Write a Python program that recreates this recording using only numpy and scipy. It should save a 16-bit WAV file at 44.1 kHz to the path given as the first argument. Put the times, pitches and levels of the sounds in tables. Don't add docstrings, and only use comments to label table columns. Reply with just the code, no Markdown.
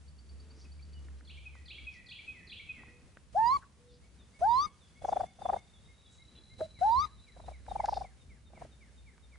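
import sys
import numpy as np
from scipy import signal
from scipy.fft import rfft, irfft
from scipy.io import wavfile
from scipy.ndimage import uniform_filter1d

SR = 44100
rng = np.random.default_rng(int(sys.argv[2]) if len(sys.argv) > 2 else 0)


def inscribe(sig):
    pcm = np.round(np.clip(np.atleast_2d(sig).T, -1, 1) * 32767)
    wavfile.write(sys.argv[1], SR, pcm.astype(np.int16))


N = 413658
T = np.arange(N) / SR
FREQS = np.fft.rfftfreq(N, 1 / SR) + 1e-3

# (time [s], rasp at the start [dB], length [s], attack [s], scoop [s],
# first pitch [Hz], knee pitch [Hz], top pitch [Hz], level [dB], fade by the end [dB])
CALLS = [(3.347, -60, .216, .028, .047, 585, 868, 1135, -25.4, 4),
         (4.413, -48, .243, .018, .083, 625, 892, 1228, -25.1, 10),
         (6.812, -60, .237, .011, .068, 670, 850, 1252, -25.1, 9.5),
         (6.612, -35.5, .046, .004, .02, 660, 612, 645, -31.3, 13)]


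def amp(db):
    return 10 ** (np.asarray(db) / 20)


def unit(x):
    return x / np.sqrt(np.mean(x ** 2))


def curves(table):
    s, *columns = np.transpose(table)
    return [np.interp(T, s, c) for c in columns]


def spectra(table):
    hz, *columns = np.transpose(table)
    return [np.interp(np.log(FREQS), np.log(hz), c) for c in columns]


def resonance(hz, centre, width):
    return 1 / (1 + ((hz - centre) / width) ** 2) ** 2


def band_noise(size, centre, width):
    spectrum = rfft(rng.standard_normal(size))
    return unit(irfft(spectrum * resonance(np.fft.rfftfreq(size, 1 / SR), centre, width), size))


def walk(rate, size=N):
    k = max(int(SR / rate), 2)
    steps = np.repeat(rng.standard_normal(size // k + 1), k)
    return 1.227 * uniform_filter1d(steps, k)[:size]


def add(out, s, x):
    i = max(int(s * SR), 0)
    out[i:i + len(x)] += x[:max(N - i, 0)]


def arc(u, first, middle, last):
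    return np.polyval(np.polyfit([0, .5, 1], [first, middle, last], 2), u)


def trees(x, t60, wet_db):
    t = T[:SR]
    decay = amp(-60 * t / t60) * (1 - np.exp(-t / 0.004))
    mid, side = rng.standard_normal((2, SR)) * decay
    tails = [unit(mid + sign * 0.42 * side) / np.sqrt(SR) for sign in (1, -1)]
    return amp(wet_db) * np.array([signal.fftconvolve(x, h)[:N] for h in tails])


def raccoon(echo_s=.098, echo_db=-27, airy_db=-40.5):
    # (frequency [Hz], left minus right [dB], left leads [rad])
    port_colour = [(400, -0.5, 0), (661, -0.5, 0.68), (730, 9, 1), (800, 4.5, -.8), (880, -2.5, -.95),
                   (950, -13.5, -.5), (1020, -9, 1.0), (1080, -1, 1.7), (1166, 5.5, 1.3), (1230, 20, .3),
                   (1600, 3, 0), (9000, 3.5, 0)]
    voice = chirps() + purrs()
    effort = uniform_filter1d(np.abs(voice), SR // 200)
    breath = amp(airy_db + 2.5 * walk(30) + 2.5 * walk(400)) * effort * band_noise(N, 4500, 4100)
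    voice = voice + breath
    balance_db, lead = spectra(port_colour)
    ratio = amp(balance_db) * np.exp(1j * lead)
    ports = 2 * np.array([ratio, np.ones_like(ratio)]) / (1 + ratio)
    near = irfft(rfft(voice) * ports, N)
    dulled = irfft(rfft(voice) * resonance(FREQS, 1300, 450), N)
    echo = amp(echo_db) * np.interp(T - echo_s, T, dulled)
    return near + echo + trees(voice, t60=0.46, wet_db=-22.5)


def chirps(jitter=.004, shimmer_db=0.26, full_voice_db=-35.5, pressed_hz=940, slack_db_per_hz=0.3):
    # (centre [Hz], width [Hz], gain at the peak [dB])
    throats = [
        [(1800, 310, -57.5), (2200, 140, -63.5), (2680, 280, -58.5), (4230, 320, -42.5), (4840, 167, -31),
         (6680, 820, -34)],
        [(1506, 143, -53.5), (2000, 540, -73), (3590, 300, -61), (4470, 540, -39), (4990, 170, -44),
         (5970, 320, -35.5)],
        [(1500, 240, -62.5), (2265, 390, -70), (3690, 190, -54.5), (4530, 450, -39), (5830, 420, -37.5)],
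        [(1350, 440, -78)],
    ]
    # (multiple of the pitch, level going into the throat [dB])
    overtones = [(2, 7.5), (3, 4), (4, -6), (5, -15), (6, -35), (7, -33.5)]
    out = np.zeros(N)
    for (s, _, *call), throat in zip(CALLS, throats):
        pitch, level = gesture(*call)
        hz = pitch * (1 + jitter * walk(250, len(pitch)))
        db = level + shimmer_db * walk(180, len(hz))
        phase = 2 * np.pi * np.cumsum(hz) / SR
        voice = amp(db) * np.sin(phase)
        closure = amp(2 * np.minimum(db - full_voice_db, 0))
        tension = amp(slack_db_per_hz * np.minimum(hz - pressed_hz, 0))
        for k, overtone_db in overtones:
            k = round(k)
            gain = sum(amp(peak_db) * resonance(k * hz, centre, width) for centre, width, peak_db in throat)
            strength = closure * (tension if k > 2 else 1)
            flicker = amp(overtone_db + 1.8 * walk(150, len(hz)))
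            voice += strength * gain * flicker * np.sin(k * phase)
        add(out, s, np.sqrt(2) * voice)
    return out


def gesture(length, attack_s, scoop_s, first_hz, knee_hz, top_hz, level_db, fade_db):
    scoop_power, climb_power, fade_power = 1.6, 2.3, 5
    top_hold_s, release_s, drop_hz_per_s = .017, .008, 7500
    t = T[:int((length + 2 * release_s) * SR)]
    strain = np.minimum(t / (length - top_hold_s), 1)
    over = np.maximum(t - length, 0)
    scoop = (first_hz - knee_hz) * np.maximum(1 - t / scoop_s, 0) ** scoop_power
    climb = (top_hz - knee_hz) * strain ** climb_power
    envelope = np.sin(np.pi / 2 * np.minimum(t / attack_s, 1)) * np.exp(-(over / release_s) ** 2)
    db = level_db - fade_db * strain ** fade_power + 20 * np.log10(envelope + 1e-6)
    return knee_hz + scoop + climb - drop_hz_per_s * over, db


def purrs(arch=0.15, second_db=-30, third_db=-40, flutter_db=-10, crackle_db=-10.5, lean=.25,
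          length_scatter=.18):
    catch_lead_s, catch_s, catch_hz, catch_rough = .002, .005, 600, .8
    catches = [(s - catch_lead_s, catch_hz, db, catch_s, catch_rough) for s, db, *_ in CALLS]
    out, t = np.zeros(N), np.arange(-SR // 40, SR // 40) / SR
    for s, hz, db, length, rough in [*beats(), *catches]:
        u = np.abs(2 * t / (length * np.exp(length_scatter * rng.uniform(-1, 1))))
        pressure = np.exp(-.6 * u ** (2.6 * (1 + lean * np.sign(t))))
        uneven = 1 + .065 * walk(600, len(t))
        arched = 1 + arch * (.3 - np.minimum(u ** 2, 2))
        phase = 2 * np.pi * np.cumsum(hz * uneven * arched) / SR
        overtones = amp(second_db) * np.sin(2 * phase) + amp(third_db) * np.sin(3 * phase)
        tone = np.sqrt(2) * (pressure * np.sin(phase) + pressure ** 2 * overtones)
        flutter = amp(flutter_db) * np.exp(-(t / 0.014) ** 2)
        rasp = rough * (pressure + flutter) * band_noise(len(t), hz, 430)
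        puff = amp(crackle_db) * rough * pressure * band_noise(len(t), 1140, 1000)
        add(out, s + t[0], amp(db) * (np.sqrt(max(1 - rough ** 2, 0)) * tone + rasp + puff))
    return out


def beats():
    # (first full beat [s], last full beat [s], pitch at full voice [Hz], level of the lead-in [dB],
    # first beat [dB], middle beat [dB], last beat [dB], roughness [0-1])
    purr_rows = [(5.051, 5.209, 762, -44, -29.3, -26.3, -27.6, .18),
                 (5.421, 5.537, 780, -47, -35, -27.3, -28, .3),
                 (7.402, 7.486, 775, -45, -42.5, -47.5, -38.5, .5),
                 (7.718, 8.017, 820, -37.5, -32.5, -27.8, -34, .11),
                 (8.537, 8.621, 780, -58, -46, -44, -40.5, .55)]
    period_s = .041
    edge_gap, trail_off_db = .76, -7
    full_db, full_s, shorten_per_db, sag_hz_per_db, lengthen = -27, .011, .015, 6, .3
    for first, last, hz, lead_db, first_db, middle_db, last_db, rough in purr_rows:
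        u = np.linspace(0, 1, round((last - first) / period_s) + 1)
        gap = edge_gap * (last - first) * u[1]
        times = np.r_[first - gap, first + (last - first) * u, last + gap]
        levels = np.r_[lead_db, arc(u, first_db, middle_db, last_db), last_db + trail_off_db]
        for s, db, late in zip(times, levels, np.r_[0, u, 0]):
            effort_db = db - full_db
            length = full_s * np.exp(shorten_per_db * effort_db + lengthen * (late - .5))
            yield s, hz + sag_hz_per_db * effort_db, db, length, rough


def gravel(grains_per_s=300, pebble_t60_s=.015):
    # (middle [s], pitch [Hz], level [dB], length at half height [s])
    thuds_and_swells = [(3.417, 65.4, -57, .12), (4.501, 71.7, -54, .12), (6.369, 66, -49, .06),
                        (6.994, 81.2, -43, .05), (8.621, 145.6, -58, .08)]
    # (time [s], ring [Hz], peak level [dB])
    pebble_knocks = [(1.084, 1497, -44.5), (1.208, 1720, -44), (1.553, 1291, -40), (2.834, 1050, -40),
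                     (3.171, 1500, -31.5), (4.437, 9000, -44), (7.665, 1500, -43), (7.857, 5030, -38),
                     (7.859, 1600, -36.5), (7.942, 3930, -38), (9.180, 1405, -42), (9.357, 1386, -43)]
    # (middle [s], length at half height [s], centre [Hz], level [dB])
    grit_scuffs = [(0.607, 0.091, 5300, -59), (1.949, .06, 5040, -59), (3.633, 0.023, 1460, -50),
                   (3.94, .07, 4470, -62), (5.088, .055, 6000, -62), (6.15, .08, 7000, -62),
                   (6.367, 0.048, 2970, -62), (7.933, 0.16, 4820, -57.5)]
    # (time [s], level [dB])
    grit_level = [(0, -71), (.9, -67), (2.5, -72), (6.3, -71), (9.38, -77)]
    out, t = np.zeros(N), T[:SR // 16]
    for s, hz, db, length in thuds_and_swells:
        u = T[:int(2 * length * SR)]
        add(out, s - length, np.sqrt(2) * amp(db) * np.hanning(len(u)) * np.sin(2 * np.pi * hz * u))
    for s, hz, db in pebble_knocks:
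        knock = band_noise(len(t), hz, .5 * hz) * amp(-60 * t / pebble_t60_s)
        add(out, s, amp(db) * knock / np.abs(knock).max())
    for s, length, hz, db in grit_scuffs:
        size = int(2 * length * SR)
        grainy = band_noise(size, hz, .3 * hz) * amp(3 * walk(700, size))
        add(out, s - length, amp(db) * np.hanning(size) * unit(grainy))
    grain_sizes = amp(3 * np.minimum(rng.exponential(size=N), 4))
    grains = (rng.random(N) < grains_per_s / SR) * grain_sizes
    grit = signal.fftconvolve(grains, amp(-60 * t / 0.035))[:N] * band_noise(N, 3800, 6000)
    return out + amp(curves(grit_level)[0]) * unit(grit)


def trousers_and_low_noise(rustle_db=-9):
    # (middle [s], swell and fade time [s], level [dB])
    soft_swells = [(.552, .3, -58), (1.147, .26, -59.5), (1.8, .2, -59.5), (2.345, .16, -59.5),
                   (2.85, .24, -56.5), (4.237, .16, -62), (4.6, .12, -59), (6.381, .089, -57),
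                   (8.60, .11, -55)]
    swing = sum(amp(db) * np.exp(-((T - s) / length) ** 2) for s, length, db in soft_swells)
    dull_noise = band_noise(N, 190, 300) + amp(rustle_db) * band_noise(N, 1000, 2900)
    return swing * amp(3.2 * walk(30)) * dull_noise


def birds(wren_db=-3):
    # (start in the phrase [s], length [s], first, middle and last pitch [Hz], level before the run's [dB])
    wren_notes, wren_whistle = [(-.003, .018, 5120, 4200, 3830, -44), (.022, .014, 3760, 3360, 3020, -39),
                                (.026, 0.04, 4720, 3960, 3150, -40), (.044, .028, 2204, 2712, 3670, -35),
                                (.086, 0.026, 2883, 3224, 3589, -39.5),
                                (.122, 0.019, 2058, 2346, 2355, -35), (.195, .070, 2750, 2530, 2400, -42),
                                (.255, 0.12, 2350, 2000, 1857, -47)], [(.214, .040, 2558, 2517, 2524, -30.5)]
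    slow_whistle, fast_whistle = [(-.04, .07, 3850, 3520, 3380, -63), (.11, 0.063, 2010, 2190, 2070, -61)], [(-.025, 0.053, 2463, 2174, 1896, -53.5),
                                                        (.035, 0.044, 1985, 1720, 1500, -64),
                                                        (.135, .05, 3860, 3680, 3600, -59.5)]
    low_chip, high_chip = [(-.012, .022, 4400, 4570, 4880, -54)], [(-.009, .018, 5850, 6150, 6450, -66),
                                             (.025, .035, 4400, 4750, 4550, -69)]
    dove_coo, lone_notes = [(0, .27, 478, 487, 474, -60)], [(.649, .013, 2700, 2520, 2380, -54.5),
                                          (.791, .016, 2230, 2350, 2480, -56),
                                          (.931, .08, 3000, 2930, 2880, -59)]
    # (first phrase [s], last phrase [s], period [s], level added [dB], softer start [dB],
    # pitch change over the run [share])
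    wren_run, wren_whistle_run = (1.249, 2.471, .407, -2, 7, 0), (1.238, 2.471, .407, -2, 7, 0)
    slow_run, fast_run = (3.91, 6.38, .309, 3, 6, -.05), (6.775, 9.34, .256, -2.2, 2.5, 0)
    low_chip_run, high_chip_run = (.087, .938, .107, 1, 3, 0), (3.982, 5.592, .107, -1, 6, 0)
    # (time [s], level added [dB], pitch ratio)
    dove_times = [(.36, -3.5, .91), (2.8, -5, 1), (3.755, .5, 1)]
    # (time [s], centre [Hz], level [dB])
    trill_glide = [(4.7, 3323, -72), (5.6, 3600, -67), (6.4, 3980, -57.5), (7.4, 3950, -62),
                   (7.8, 3900, -80)]
    warble = song(wren_notes, repeats(wren_run), waver=0.018)
    whistle = song(wren_whistle, repeats(wren_whistle_run))
    wren = amp(wren_db) * warble + trees(warble, t60=0.7, wet_db=-1.5)
    wren = wren + whistle + trees(whistle, t60=0.84, wet_db=-7.5)
    phrases = [(slow_whistle, slow_run), (fast_whistle, fast_run), (low_chip, low_chip_run),
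               (high_chip, high_chip_run)]
    far = sum(song(notes, repeats(run)) for notes, run in phrases)
    far = far + song(dove_coo, dove_times) + song(lone_notes)
    hz, db = curves(trill_glide)
    singing = (T > trill_glide[0][0]) & (T < trill_glide[-1][0])
    flutter = band_noise(N, 0, 130)
    trill = singing * amp(db) * flutter * np.sqrt(2) * np.sin(2 * np.pi * np.cumsum(hz) / SR)
    return wren + far + trees(far, t60=.6, wet_db=-5.5) + trill


def song(notes, times=((0, 0, 1),), waver=0.0037):
    out = np.zeros(N)
    for s, phrase_db, ratio in times:
        for start, length, first, middle, last, db in notes:
            u = np.linspace(0, 1, int(length * SR))
            hz = ratio * arc(u, first, middle, last) * (1 + waver * walk(120, len(u)))
            tone = np.sin(np.pi * u) * np.sin(2 * np.pi * np.cumsum(hz) / SR)
            add(out, s + start, np.sqrt(2) * amp(db + phrase_db) * tone)
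    return out


def repeats(run, scatter_db=.8, warm_up_s=.2):
    first, last, period, db, soft_db, drift = run
    s = np.linspace(first, last, round((last - first) / period) + 1)
    level = db - soft_db * np.exp((first - s) / warm_up_s) + scatter_db * rng.uniform(-1, 1, len(s))
    return list(zip(s, level, 1 + drift * np.linspace(-.5, .5, len(s))))


def air(air_db=-51.4, flicker_db=2):
    # (frequency [Hz], relative level per Hz [dB])
    air_colour = [(25, -26.5), (45, -4), (65, 2), (120, -8.5), (200, -10), (310, -20), (480, -21),
                  (720, -26), (1300, -27.5), (2000, -29.5), (3000, -31.5), (4600, -32.5), (6500, -33.5),
                  (10400, -34.5)]
    # (frequency [Hz], correlation)
    port_likeness = [(40, 0.1), (70, 0.25), (130, 0.99), (1000, 0.36), (4000, 0.25), (8000, 0.39)]
    # (time [s], pitch [Hz], level [dB])
    drone_glide = [(0, 66.5, -48), (.65, 70, -40), (1.25, 71.7, -41), (1.85, 68.1, -47), (2.05, 66, -62),
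                   (6.3, 62, -65), (7.1, 59.3, -52), (9.38, 63, -51.5)]
    colour_db, = spectra(air_colour)
    likeness = np.clip(spectra(port_likeness)[0], -1, 1)
    noise = rfft(rng.standard_normal((2, N))) * amp(colour_db)
    mid, side = noise * np.sqrt([1 + likeness, 1 - likeness])
    both = np.array([mid + side, mid - side])
    bass = resonance(FREQS, 0, 450)
    hiss = irfft(both * (1 - bass), N) * amp(.8 * walk(16))
    hush = irfft(both * bass, N) * amp(flicker_db * walk(12)) + hiss
    hz, db = curves(drone_glide)
    phase = 2 * np.pi * np.cumsum(hz * (1 + .05 * walk(25))) / SR
    port_lead = np.array([[.55], [-.55]])
    hum = np.sin(phase + port_lead) + amp(-19) * np.sin(2 * phase)
    drone = np.sqrt(2) * amp(db + 2.5 * walk(10)) * hum
    return amp(air_db) * unit(hush) + drone


def scene():
    return raccoon() + gravel() + trousers_and_low_noise() + birds() + air()


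def record(dry, depth_db=8, open_db=-41, hold_s=0.055, top_hz=10450):
    voice_band = irfft(rfft(dry.mean(axis=0)) * resonance(FREQS, 897, 740), N)
    power = uniform_filter1d(voice_band ** 2, int(hold_s * SR))
    key_db = 10 * np.log10(np.abs(power) + 1e-12)
    shut = np.clip((open_db - key_db) / 14, 0, 1)
    top = signal.ellip(12, .2, 70, top_hz, fs=SR, output="sos")
    return signal.sosfilt(top, dry * amp(-depth_db * shut))


dry = scene()
out = record(dry)
inscribe(out)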